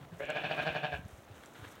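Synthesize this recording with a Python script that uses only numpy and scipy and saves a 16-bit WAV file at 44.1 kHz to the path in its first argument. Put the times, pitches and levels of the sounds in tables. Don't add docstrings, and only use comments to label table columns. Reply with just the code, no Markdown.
import sys
import numpy as np
from scipy import signal
from scipy.fft import rfft, irfft
from scipy.io import wavfile
from scipy.ndimage import uniform_filter1d

SR = 44100
rng = np.random.default_rng(int(sys.argv[2]) if len(sys.argv) > 2 else 0)


def bounce(signal):
    frames = np.transpose(np.atleast_2d(signal))
    limited = np.clip(frames, -1, 1)
    pcm = np.round(limited * 32767).astype(np.int16)
    wavfile.write(sys.argv[1], SR, pcm)


def decibels_to_gain(level_db):
    exponent = np.asarray(level_db, float) / 20
    return 10 ** exponent


N = 79380

# frequency in Hz, level in dB per Hz.
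AIR_SPECTRUM = [(25, -2), (60, -0.5), (150, -1.5), (700, -1.5), (1500, -12.5), (3500, -19), (5000, -29.5),
                (15800, -22.5)]
# time in seconds, level in dB.
STIRRING = [(0.0, -62.5), (.05, -59), (.08, -91), (.14, -61.5), (.18, -66.5), (.6, -46), (1.05, -66),
            (1.14, -62.5), (1.24, -70), (1.33, -62.5), (1.36, -60), (1.46, -61), (1.535, -65),
            (1.555, -52.5), (1.61, -58), (1.65, -52), (1.7, -57), (1.8, -60.5)]
# frequency in Hz, level in dB per Hz.
STRAW_SPECTRUM = [(100, -26), (300, -8), (800, -13.5), (1410, -7.5), (2500, -17), (3860, -18),
                  (5000, -36.5), (15800, -35)]
# time in seconds, level in dB.
SLIDING = [(0.0, -79), (.12, -77), (.2, -63.5), (.3, -82.5), (.6, -77), (.9, -79), (.96, -66), (1.04, -77),
           (1.1, -65), (1.2, -68.5), (1.3, -76), (1.37, -66.5), (1.47, -68.5), (1.52, -68), (1.58, -67),
           (1.72, -61.5), (1.77, -71.5)]
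# frequency in Hz, level in dB per Hz.
STALK_SPECTRUM = [(3000, -28), (5000, -8), (6200, 3), (8000, 4), (11000, 1.5), (13500, 6), (15500, -13)]
# centre in seconds, effort in dB, pitch in Hz, length in seconds,
# chest tone in dB.
THROBS = [(.016, -56, 138.9, 0.024, -49.5), (0.036, -61, 139.4, .02, -49),
          (.13, -39.5, 175.6, 0.035, -46.5), (.202, -34.5, 135.1, .022, -57),
          (.228, -38.5, 148.9, 0.033, -53), (0.298, -32.5, 151.8, 0.026, -50),
          (0.366, -32.5, 151.8, 0.0323, -46.5), (0.448, -33.5, 147.1, 0.027, -43),
          (0.514, -33.5, 156.4, 0.029, -44.5), (0.592, -31.5, 149, 0.026, -42),
          (0.675, -31, 157.7, 0.0384, -40), (0.761, -31.5, 149.4, 0.029, -41.5),
          (0.846, -31.5, 152.6, 0.029, -43), (0.934, -35, 143.5, 0.034, -43.5),
          (0.993, -67, 139.4, 0.017, -41.5)]
# time in seconds, mouth opening from 0 to 1, hoarse air in dB.
MOUTH = [
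    (0.101, 0.2, -42),
    (.183, 0, -34),
    (0.202, 0.43, -18),
    (.24, 0.66, -8.5),
    (.3, 0.73, -7),
    (0.421, 0.87, -5.6),
    (.9, 0.86, -9.5),
    (0.966, 0.82, -11.5),
    (1.01, 0.54, -44),
]
# Hz with mouth half open, Hz with mouth open, width in Hz,
# level for pulses in dB, level for air in dB.
THROAT = [(540.4, 728, 157.6, 2.1, 3), (1635, 1614, 195, -3, -2), (2197, 2587, 290, -10, 1),
          (2820, 3047, 300, -18.5, -5), (3240, 3620, 376, -21, -10), (3998, 4480, 540, -23, -23.5),
          (965, 860, 450, -22.5, -55), (390, 332, 161, -18, -53), (6000, 4300, 3000, -42.5, -36),
          (270, 174, 216, -19.5, -12.5)]
# frequency in Hz, time to fall 60 dB in seconds.
PEN_DECAY = [(200, 0.26), (700, 0.3), (2500, 0.2), (6000, 0.14)]
# start in seconds, peak level in dB, ring in Hz.
SNAPS = [(0.1103, -61, 7400), (0.254, -52, 7400), (.3018, -39.5, 7560), (.644, -54, 15000),
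         (0.69, -65, 15000), (0.954, -53, 14540), (1.0505, -56, 6450), (1.0818, -48.5, 11120),
         (1.355, -59, 7220), (1.4351, -50, 9300), (1.4593, -44.5, 7440), (1.754, -47, 15300)]
HOOF_TIMES = [.135, .24, .62, .7, .84, .945, .972, 1.003, 1.052, 1.061, 1.135, 1.19, 1.314, 1.37, 1.6,
              1.628, 1.672]
# peak level in dB, pitch in Hz, length in cycles.
THUMPS = [(-49.5, 105, 3.3), (-50, 72, 1.5), (-61, 64, 3.5), (-45.5, 81, 1.65), (-44.5, 146, 4.4),
          (-40, 75, 1.86), (-47, 62, 2.8), (-58, 72, 7.5), (-41, 95, 2.3), (-44, 180, 2), (-42, 68, 0.83),
          (-50.5, 122, 2.2), (-45, 103, 2.2), (-59, 75, 4.3), (-50, 118, 2.3), (-42.5, 103, 1.3),
          (-48, 100, 2.3)]
# frequency in Hz, gain in dB.
MIC = [(4000, 1.11), (5200, 4.5), (7000, 0.5), (13500, -7.3), (15600, -1), (15900, 1), (16050, -54)]


def evened(x):
    return x / np.sqrt(np.mean(x ** 2) + 1e-20)


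def read(points, hz):
    f, value = np.transpose(points)
    return np.interp(np.log(hz + 1), np.log(f + 1), value)


def colour(x, points):
    return irfft(rfft(x) * decibels_to_gain(read(points, np.fft.rfftfreq(N, 1 / SR))), N)


def resonate(x, hz, width):
    turn = np.exp(2j * np.pi * np.cumsum(hz * np.ones(len(x))) / SR)
    r = np.exp(-np.pi * width / SR)
    return 2 * (turn * signal.lfilter([1 - r], [1, -r], x / turn + 1e-18)).real


def bell(t, centre, length):
    return np.exp(-((t - centre) / (.5 * length)) ** 2)


def air():
    return decibels_to_gain(-58) * evened(colour(rng.standard_normal(N), AIR_SPECTRUM))


def straw(curve, spectrum, per_s, spread_db):
    clump = decibels_to_gain(1.74 * evened(uniform_filter1d(rng.standard_normal(N), size=500)))
    strikes = rng.random(N) < per_s / SR
    sizes = decibels_to_gain(spread_db * np.minimum(rng.exponential(1, N), 4))
    grains = strikes * rng.standard_normal(N) * sizes
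    level_db = np.interp(np.arange(N) / SR, *np.transpose(curve))
    return decibels_to_gain(level_db) * evened(colour(clump * grains, spectrum))


def hoarse_air(push, peak, turns, air_db):
    lag_s, tail_s, hold_db, gate_depth = .0077, .0061, -5.5, .53
    tail = np.exp(-np.arange(4000) / SR / tail_s)
    gust = signal.oaconvolve(push / peak, tail / tail.sum())[:N]
    gust = np.roll(gust, round(lag_s * SR))
    gate = 1 - gate_depth + 2 * gate_depth * np.exp(-(turns % 1) / 0.55)
    return decibels_to_gain(-38.5 + air_db) * (decibels_to_gain(hold_db) + gust) * gate * rng.standard_normal(N)


def throat(folds, puffs, rush, mouth):
    shut = np.clip(1 - mouth, 0, 1)
    out = np.zeros(N)
    for k, (half_hz, open_hz, width, pulse_db, rush_db) in enumerate(THROAT):
        f = open_hz + (half_hz - open_hz) * 2 * (1 - mouth)
        clear = np.exp(-(open_hz / 2200) ** 2 / 2)
        pulses = clear * folds + 2 * np.sqrt(1 - clear ** 2) * puffs
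        drive = np.clip(mouth, 0, 1) * decibels_to_gain(pulse_db + 10.5) * pulses + decibels_to_gain(rush_db + 18.5) * rush
        shut_db = 16.5 * shut * (open_hz / 3500) ** 2 * (open_hz < 5000)
        ring = resonate(resonate(drive / decibels_to_gain(shut_db), f, width), f, 2 * width)
        if k == 0:
            ring = ring * decibels_to_gain(-12 * shut)
        out += (-1) ** k * ring
    half_hz, open_hz = THROAT[0][:2]
    f = open_hz + (half_hz - open_hz) * 2 * (1 - mouth)
    half_open = np.clip(.92 - mouth, 0, .25) * np.clip(2 * mouth, 0, 1)
    return out + decibels_to_gain(19) * resonate(half_open * folds, f, 51)


def bleat():
    jitter, sag, shimmer_db, smear_s = .018, .03, 1.5, .0029
    t = np.arange(N) / SR
    at, effort_db, pitch_hz, length, chest_db = np.transpose(THROBS)
    when, opening, air_db = np.transpose(MOUTH)
    mouth = np.interp(t, when, opening)
    swells = np.array([bell(t, s, w) for s, w in zip(at, length)])
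    push = decibels_to_gain(effort_db) @ swells

    wobble = evened(uniform_filter1d(rng.standard_normal(N), size=300))
    hz = np.interp(t, at, pitch_hz) * (1 + jitter * wobble - sag * (1 - swells.max(0)))
    turns = np.cumsum(hz) / SR
    sizes = decibels_to_gain(shimmer_db * np.interp(turns, np.arange(400), rng.standard_normal(400)))

    overtones = sum(np.cos(2 * np.pi * k * turns + 0.0287 * k * k) for k in range(2, 30))
    folds = push * sizes * evened(overtones)
    burst = 0.083 + np.exp(-(turns % 1) / hz / smear_s)
    puffs = push * sizes * evened(burst * rng.standard_normal(N))
    rush = hoarse_air(push, decibels_to_gain(effort_db.max()), turns, np.interp(t, when, air_db))

    hum = np.sin(2 * np.pi * turns) + decibels_to_gain(-11.5) * np.sin(4 * np.pi * turns)
    chest = decibels_to_gain(chest_db + 2.5) @ swells ** 1.86 * np.sqrt(sizes) * hum
    return throat(folds, puffs, rush, mouth), chest


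def pen(x):
    taps = np.zeros(SR // 2)
    at = np.arange(round(.014 * SR), SR // 2 - 20, 20)
    taps[at + rng.integers(0, 20, len(at))] = rng.choice([-1., 1.], len(at))
    hz, t, z = signal.stft(taps, SR, nperseg=256)
    fade = decibels_to_gain(-60 * t / read(PEN_DECAY, hz)[:, None])
    tail = signal.istft(z * fade, SR, nperseg=256)[1]
    return decibels_to_gain(-12) * signal.fftconvolve(x, tail / np.linalg.norm(tail))[:N]


def snaps():
    out, t = np.zeros(N), np.arange(400) / SR
    for s, db, hz in SNAPS:
        burst = rng.standard_normal(400) * np.exp(-t / 0.0021)
        ring = evened(resonate(burst, hz, 680)) + 0.75 * evened(resonate(burst, hz, 4500.))
        start = round(s * SR)
        part = out[start:start + 400]
        part += decibels_to_gain(db) * ring / abs(ring).max()
    return out


def hooves():
    t = np.arange(N) / SR
    out = np.zeros(N)
    for s, (db, hz, cycles) in zip(HOOF_TIMES, THUMPS):
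        falling = 1 - 3 * np.clip(t - s, -.05, .05)
        out += decibels_to_gain(db) * bell(t, s, cycles / hz) * np.sin(2 * np.pi * hz * (t - s) * falling)
    return out


def scene():
    rustle = straw(STIRRING, STRAW_SPECTRUM, per_s=7000, spread_db=2.5)
    slide = straw(SLIDING, STALK_SPECTRUM, per_s=6000, spread_db=-4.0)
    voice, chest = bleat()
    sheep = voice + chest
    return (air() + rustle + slide + sheep + pen(sheep) + snaps() + hooves())[None]


def roll_off(x):
    return signal.sosfilt(signal.butter(12, 15920, fs=SR, output="sos"), x)


def record(dry):
    bass_cut = signal.butter(3, 50, "high", fs=SR, output="sos")
    mix = signal.sosfilt(bass_cut, colour(dry, MIC))
    return roll_off(mix)


dry = scene()
out = record(dry)
bounce(out)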